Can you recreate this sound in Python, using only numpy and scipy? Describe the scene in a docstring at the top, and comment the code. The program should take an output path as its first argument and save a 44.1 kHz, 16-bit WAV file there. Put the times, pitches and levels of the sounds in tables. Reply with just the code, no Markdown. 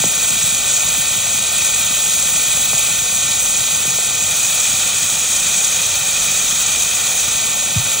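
"""Water boiling on hot metal

Water boils on a hot metal ball in a cracked glass goblet on a table, close to a two-port microphone.
Tiny steam bursts merge into a loud, fluttering hiss that the cup colours; some set the cup ringing.
Drops spit off the metal, steam pockets gulp and bubbles pop. Faint room rumble; one soft bump late on."""
import sys
import numpy as np
from scipy.fft import rfft, irfft, next_fast_len
from scipy.io import wavfile
from scipy.ndimage import map_coordinates

SR = 44100
rng = np.random.default_rng(int(sys.argv[2]) if len(sys.argv) > 2 else 0)


def unload_audio(sound):
    """Save the sound as a 16-bit wav file, at the path given as the first command line argument."""
    columns = np.transpose(np.atleast_2d(sound))
    # keep every value between -1 and 1, then stretch to whole-number steps
    steps = np.round(np.clip(columns, -1, 1) * 32767)
    wavfile.write(sys.argv[1], SR, steps.astype(np.int16))


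N = 352800

# room rumble spectrum: f/Hz, relative level/dB
RUMBLE = [(22, -35), (33, -21), (45, -1), (68, -8), (96, -0.5), (130, -5.5), (180, -5.5), (260, -11.5),
          (400, -24), (900, -48), (2000, -120)]
# phase between the ports: f/Hz, lead of right/rad
PORT_PHASE = [(5600, 0), (6200, .4), (6600, 1), (8000, 1.61), (9000, 2), (10000, 2.5), (10700, 3),
              (13400, 3.5), (14200, 4), (15700, 5)]
# likeness of the ports: f/Hz, coherence
PORT_COHERENCE = [(100, 1), (380, .86), (700, 0.93), (1400, 1), (5400, 1), (6300, 1), (7500, 0.87),
                  (10000, 0.71), (10800, 1), (13300, 1), (14200, 0.74), (15500, .62)]
# resonances of cup and surroundings: f/Hz, half width/Hz, relative level/dB
CUP_MODES = [(607, 247, -15.4), (846, 169, -16.8), (1230, 154, -14.6), (1445, 132, -13.7),
             (1797, 72, -13.9), (1984, 148, -15.1), (2342, 62, -9.3), (2488, 105, -4.0), (2826, 73, -14.0),
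             (3154, 169, -8.2), (3403, 131, -7.9), (3753, 222, -6.6), (4053, 195, -10.3),
             (4469, 132, -11.0), (4722, 138, -12.3), (5673, 649, -11.8), (6075, 193, -6.7),
             (6348, 278, -4.8), (6780, 162, 0.5), (7304, 195, -1.6), (7634, 59, -6.3), (7877, 188, -1.5),
             (8274, 144, -5.1), (8509, 121, -6.1), (8886, 191, -3.5), (9450, 199, -8.0)]
# dips between resonances: f/Hz, half width/Hz, level/dB
CUP_DIPS = [(355, 60, -3), (975, 60, -2.1), (1657, 40, -3.7), (2168, 38, -4.8), (2700, 45, -1),
            (5630, 70, -1.3)]
# spectrum of the finest spray: f/Hz, relative level/dB
SPRAY = [(5000, -60), (8800, -18), (9900, -9.8), (11700, -9.8), (13300, -12.5), (15800, -11.8),
         (16300, -60)]
# knocks of one bump: t/s, level/dB, final f/Hz
KNOCKS = [(7.7555, -13, 135), (7.767, -12, 94), (7.789, -21, 122)]
# large steam pockets collapsing: t/s, relative level/dB
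GULPS = [(0.001, -21.5), (0.041, -20.5), (0.059, -20.5), (0.080, -26), (0.173, -26), (0.436, -22),
         (0.987, -28.5), (1.175, -27), (2.545, -28), (2.738, -24.5), (2.909, -26), (3.266, -28),
         (3.302, -28), (3.596, -29), (3.874, -24), (3.894, -30), (4.733, -27), (5.414, -30), (7.276, -27)]
# surface bubbles bursting: t/s, plop level/dB, nominal f/Hz, swell/s, puff level/dB
POPS = [(0.0393, -12.3, 750, .0014, -24), (1.1522, -26.5, 800, .0011, -31),
        (1.6225, -25.5, 1300, .001, -28), (2.7321, -16.5, 1300, .0007, -22), (2.7392, -24, 900, .0012, -27),
        (3.8525, -22, 750, .0012, -28), (3.9862, -17.5, 820, .0013, -25)]
# strong bursts ringing the cup: t/s, level/dB
RINGS = [(0.305, -22.5), (0.763, -24), (0.802, -22), (0.823, -22), (1.583, -23), (1.950, -22.5),
         (2.503, -22.5), (2.637, -23), (2.729, -22.5), (2.848, -22.5), (2.995, -23), (3.216, -22.5),
         (4.204, -22.5), (4.445, -24), (4.973, -22.5), (5.538, -22), (5.792, -22), (6.156, -23),
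         (6.289, -23), (6.406, -20.5), (6.910, -20.5), (7.008, -22.5), (7.444, -23)]
# spits off the metal: t/s, level/dB, swell/s
SPITS = [(0.053, -13, .003), (0.422, -17, .005), (0.545, -12, .002), (0.692, -18, .011),
         (0.736, -17.5, .004), (0.764, -17.5, .006), (0.884, -13.5, .004), (1.646, -13, .003),
         (1.738, -15, .005), (2.133, -14.5, .003), (2.224, -13, .002), (2.358, -15.5, .004),
         (2.777, -16, .004), (3.570, -12.5, .003), (4.233, -15.5, .004), (4.434, -14.5, .002),
         (4.599, -13, .003), (4.875, -13.5, .0015), (5.031, -11.5, .001), (5.328, -15.5, .004),
         (5.361, -14, .005), (5.558, -17.5, .009), (5.644, -11.5, .004), (6.660, -13.2, .0035),
         (6.822, -12, .002)]
# boiling envelopes, low band to high: t/s, relative level/dB
GURGLE_LEVEL = [(0.1, -36.3), (1.3, -36.7), (1.9, -37.4), (2.6, -36.6), (3.6, -36.9), (7.0, -36.4),
                (7.4, -35.4), (8.0, -35.5)]
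SEETHE_LEVEL = [(0.01, -22.7), (0.09, -23.6), (0.24, -22.5), (0.65, -23.2), (0.89, -22.0), (1.0, -23.3),
                (1.2, -22.6), (1.32, -24.0), (1.56, -22.7), (2.73, -22.7), (2.92, -23.1), (3.08, -24.3),
                (3.25, -22.6), (3.44, -24.6), (3.6, -23.0), (4.08, -24.2), (4.6, -22.5), (5.29, -23.1),
                (5.88, -22.5), (6.08, -23.5), (6.17, -22.6), (7.45, -22.8), (7.72, -24.3), (8.0, -22.2)]
HISS_LEVEL = [(0.01, -17.1), (0.53, -17.2), (0.6, -17.9), (0.72, -16.7), (1.04, -18.0), (1.44, -17.5),
              (1.52, -18.9), (1.6, -16.7), (1.84, -17.8), (2.36, -16.5), (2.48, -17.5), (2.88, -16.9),
              (2.96, -18.5), (3.12, -16.9), (4.17, -18.1), (4.25, -17.1), (4.33, -18.0), (4.6, -16.8),
              (4.72, -17.7), (4.84, -16.9), (5.12, -17.8), (5.64, -16.6), (6.04, -18.4), (6.17, -17.4),
              (6.52, -16.9), (6.72, -17.6), (7.29, -17.5), (7.41, -18.5), (7.64, -18.3), (7.76, -19.5),
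              (7.88, -18.6), (8.0, -19.2)]
FIZZ_LEVEL = [(0.01, -22.4), (0.24, -21.0), (0.6, -22.5), (1.0, -21.5), (1.48, -23.4), (1.64, -21.7),
              (2.69, -21.2), (3.28, -23.1), (3.52, -21.9), (4.29, -22.8), (4.49, -20.8), (4.6, -22.6),
              (5.56, -22.5), (7.6, -22.9), (7.84, -24.3), (8.0, -22.4)]
# stereo width, 0-1: t/s, hiss width, sharp hiss width
HISS_WIDTH = [(4.2, 1, 1), (4.35, 0, .85), (4.9, 0, .85), (5.05, 0, .48), (5.35, 0, .45), (5.6, 0, .9),
              (7.25, 0, .86), (7.35, 1, 1)]

MURMUR_DB, MURMUR_SPREAD_DB, MURMUR_FADE_DB_PER_S = -36.2, 11, .42
POP_START_RATIO, POP_END_HZ, POP_GLIDE_RATIO = 1.5, 165, 1.7
RING_HZ, RING_SCATTER, RING_SWELL_S = 2495, .02, .005
SMALL_RING_DB, SMALL_RING_SPREAD_DB = -28.3, 4
SMALL_SPIT_DB, SMALL_SPIT_SPREAD_DB, SMALL_SPIT_SWELL_S = -20.2, 6, .002
COOLING_S, TILT_DB = (2.7, 4.2), (1.9, .5)  # sharp hiss over hiss: dulls as the metal cools
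TOP_HZ = 15750


def amp(db):
    return 10 ** (np.asarray(db) / 20)


def unit_rms(x):
    return x / np.sqrt(np.mean(x ** 2) + 1e-20)


def log_interp(points, hz):
    """Interpolate (f/Hz, value) rows on a log axis."""
    f, values = np.transpose(points)
    return np.interp(np.log(hz + 1), np.log(f + 1), values)


def curves(rows):
    """Per-sample curve for each column after t/s."""
    times_s, *columns = np.transpose(rows)
    return [np.interp(np.arange(N) / SR, times_s, column) for column in columns]


def wobble(rate_hz):
    """Smooth random curve with knots at rate_hz."""
    knots = rng.standard_normal(int(N * rate_hz / SR) + 4)
    return map_coordinates(knots, [np.arange(N) * rate_hz / SR])


def add(track, at_s, sound):
    start = max(round(at_s * SR), 0)
    part = track[start:start + len(sound)]
    part += sound[:len(part)]


def band(hz, low_hz, high_hz, order=16):
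    """Smooth band-pass gain."""
    below_low, below_high = (1 / (1 + (hz / edge_hz) ** order) for edge_hz in (low_hz, high_hz))
    return np.sqrt((1 - below_low) * below_high)


def swelling(t, swell_s):
    """Envelope: 1 at swell_s, then decay."""
    return t / swell_s * np.exp(1 - t / swell_s)


def blip(start_hz, end_hz, glide_s, swell_s, sharpness):
    """Damped sine with a pitch glide."""
    t = np.arange(SR // 6) / SR
    pitch_hz = end_hz + (start_hz - end_hz) * np.exp(-t / glide_s)
    return swelling(t, swell_s) ** sharpness * np.sin(2 * np.pi * np.cumsum(pitch_hz) / SR)


def ports(noises, colour):
    """Two noises to coloured stereo, rms 1; treble reaches the ports out of step."""
    size = next_fast_len(N + SR // 4)
    hz = np.fft.rfftfreq(size, 1 / SR)
    angle = np.arccos(np.clip(log_interp(PORT_COHERENCE, hz), -1, 1)) / 2
    mid, side = rfft(noises, size) * colour(hz) * [np.cos(angle), np.sin(angle)]
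    lead = np.exp(.5j * log_interp(PORT_PHASE, hz))
    return unit_rms(irfft([(mid + side) / lead, (mid - side) * lead], size)[:, :N])


def narrowed(pair, width):
    """Narrow the stereo image at constant power."""
    mid, side = (pair[0] + pair[1]) / 2, (pair[0] - pair[1]) / 2
    mid = mid * np.sqrt(1 + (1 - width ** 2) * side.var() / mid.var())
    return np.array([mid + width * side, mid - width * side])


def cup(hz):
    """Cup gain: resonances and open spray add in power, with dips between."""
    grid_hz = np.linspace(0, SR / 2, SR // 10)
    mode_power = sum(amp(db) ** 2 / (1 + ((grid_hz - f) / width) ** 2) ** 2 for f, width, db in CUP_MODES)
    spray_power = amp(log_interp(SPRAY, grid_hz)) ** 2
    dip_db = sum(db * np.exp(-((grid_hz - f) / width) ** 2) for f, width, db in CUP_DIPS)
    return np.interp(hz, grid_hz, amp(dip_db) * np.sqrt(mode_power + spray_power))


def early_echoes(direct, count=8, level_db=-29):
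    """Weak reflections off the table and nearby things: a light comb."""
    heard = direct.copy()
    for distance, polarity in rng.random((count, 2)):
        lag = int((.002 + .007 * distance) * SR)
        heard[:, lag:] += np.sign(polarity - .5) * amp(level_db) * direct[:, :N - lag]
    return heard


def room(level_db=-40):
    """Steady low rumble."""
    return amp(level_db) * ports(rng.standard_normal((2, N)), lambda hz: amp(log_interp(RUMBLE, hz)))


def bump():
    """Dull push, as on the table; dies at once."""
    track = np.zeros(N)
    for at_s, db, hz in KNOCKS:
        add(track, at_s, amp(db) * blip(1.9 * hz, hz, glide_s=.0059, swell_s=.0125, sharpness=3.8))
    return track


def steam_pockets(murmurs=230):
    """Pockets collapse under water: large ones gulp; small ones murmur, weaker as the metal cools."""
    track = np.zeros(N)
    for at_s, db in GULPS:
        tune = np.exp(.1 * rng.standard_normal())
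        gulp = blip(310 * tune, 105 * tune, glide_s=.006, swell_s=.007, sharpness=2)
        add(track, at_s, amp(db - 1.5) * gulp)
    for when, strength, pitch in rng.random((murmurs, 3)):
        at_s, tune = when * N / SR, np.exp(.6 * (pitch - .5))
        db = MURMUR_DB + MURMUR_SPREAD_DB * (strength - .5) - MURMUR_FADE_DB_PER_S * at_s
        murmur = blip(320 * tune, 105 * tune, glide_s=.008, swell_s=.0079, sharpness=1.8)
        add(track, at_s, amp(db) * murmur)
    return track


def pops(puff_decay_s=.002):
    """A bursting bubble: dry puff plus a plop of plunging pitch."""
    plops, puff_envelope = np.zeros((2, N))
    t = np.arange(SR // 30) / SR
    for at_s, plop_db, hz, swell_s, puff_db in POPS:
        plop = blip(POP_START_RATIO * hz, POP_END_HZ, POP_GLIDE_RATIO * swell_s, swell_s, sharpness=1.1)
        add(plops, at_s, amp(plop_db) * plop)
        add(puff_envelope, at_s, amp(puff_db) * np.exp(-t / puff_decay_s))
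    return plops + puff_envelope * ports(rng.standard_normal((2, N)), lambda hz: band(hz, 400, 2200))


def cup_rings(small_count=90):
    """Steam bursts ring the cup's main resonance, each slightly detuned."""
    track = np.zeros(N)
    small = [(when * N / SR, SMALL_RING_DB + SMALL_RING_SPREAD_DB * (size - .5))
             for when, size in rng.random((small_count, 2))]
    for at_s, db in [*RINGS, *small]:
        start_hz, end_hz = RING_HZ * np.exp(RING_SCATTER * rng.standard_normal(2))
        ring = blip(start_hz, end_hz, glide_s=RING_SWELL_S, swell_s=RING_SWELL_S, sharpness=1.5)
        add(track, at_s, amp(db) * ring)
    return track


def spits(small_count=24):
    """Drops touch bare metal and flash into short, bright spurts."""
    t, envelope = np.arange(SR // 10) / SR, np.zeros(N)
    small = [(when * N / SR, SMALL_SPIT_DB + SMALL_SPIT_SPREAD_DB * (size - .5), SMALL_SPIT_SWELL_S)
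             for when, size in rng.random((small_count, 2))]
    for at_s, db, swell_s in [*SPITS, *small]:
        add(envelope, at_s, amp(db) * swelling(t, swell_s))
    return envelope * ports(rng.standard_normal((2, N)), lambda hz: cup(hz) * band(hz, 5000, 9500))


def steam(low_hz, high_hz, bursts_per_s=5000, spread_db=2, burst_share=.25):
    """Tiny uneven bursts on a bed of merged ones; one band, heard through the cup."""
    kicks = (rng.random((2, N)) < bursts_per_s / SR) * rng.standard_normal((2, N))
    sizes = amp(spread_db * np.clip(rng.standard_normal(N), -2, 2))
    bursts = np.sqrt(burst_share) * unit_rms(kicks * sizes)
    bed = np.sqrt(1 - burst_share) * rng.standard_normal((2, N))
    return ports(bursts + bed, lambda hz: cup(hz) * band(hz, low_hz, high_hz))


def sizzle():
    """The vapour film flutters on the metal, driving seethe, hiss and fizz together over a low gurgle."""
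    gurgle_db, = curves(GURGLE_LEVEL)
    seethe_db, = curves(SEETHE_LEVEL)
    boil_db, = curves(HISS_LEVEL)
    fizz_db, = curves(FIZZ_LEVEL)
    hiss_width, sharp_width = curves(HISS_WIDTH)
    boil_db += .2 * wobble(14) - 3.6  # shared by two bands
    tilt_db = np.interp(np.arange(N) / SR, COOLING_S, TILT_DB)
    flutter = unit_rms(wobble(70) + .49 * wobble(170))
    gurgle = steam(150, 1050) * amp(gurgle_db + .7 * wobble(60))
    seethe = steam(1050, 5220) * amp(seethe_db + .15 * flutter + .75 * wobble(70))
    hiss = narrowed(steam(5300, 7070), hiss_width)
    hiss *= amp(boil_db - tilt_db / 2 + .55 * flutter + .65 * wobble(60))
    sharp_hiss = narrowed(steam(7320, 9800), sharp_width)
    sharp_hiss *= amp(boil_db + tilt_db / 2 + .75 * flutter + .55 * wobble(60))
    fizz = steam(9570, 20000) * amp(fizz_db + .25 * flutter + 1.05 * wobble(60) + .55 * wobble(14))
    return gurgle + seethe + hiss + sharp_hiss + fizz


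def scene():
    """Boiling goblet on a table in a quiet room."""
    return early_echoes(sizzle() + spits()) + cup_rings() + steam_pockets() + pops() + bump() + room()


def record(dry):
    """Brick-wall low-pass at TOP_HZ."""
    size = next_fast_len(N + SR // 4)
    passband = np.fft.rfftfreq(size, 1 / SR) < TOP_HZ
    return irfft(rfft(dry, size) * passband, size)[..., :N]


dry = scene()
out = record(dry)
unload_audio(out)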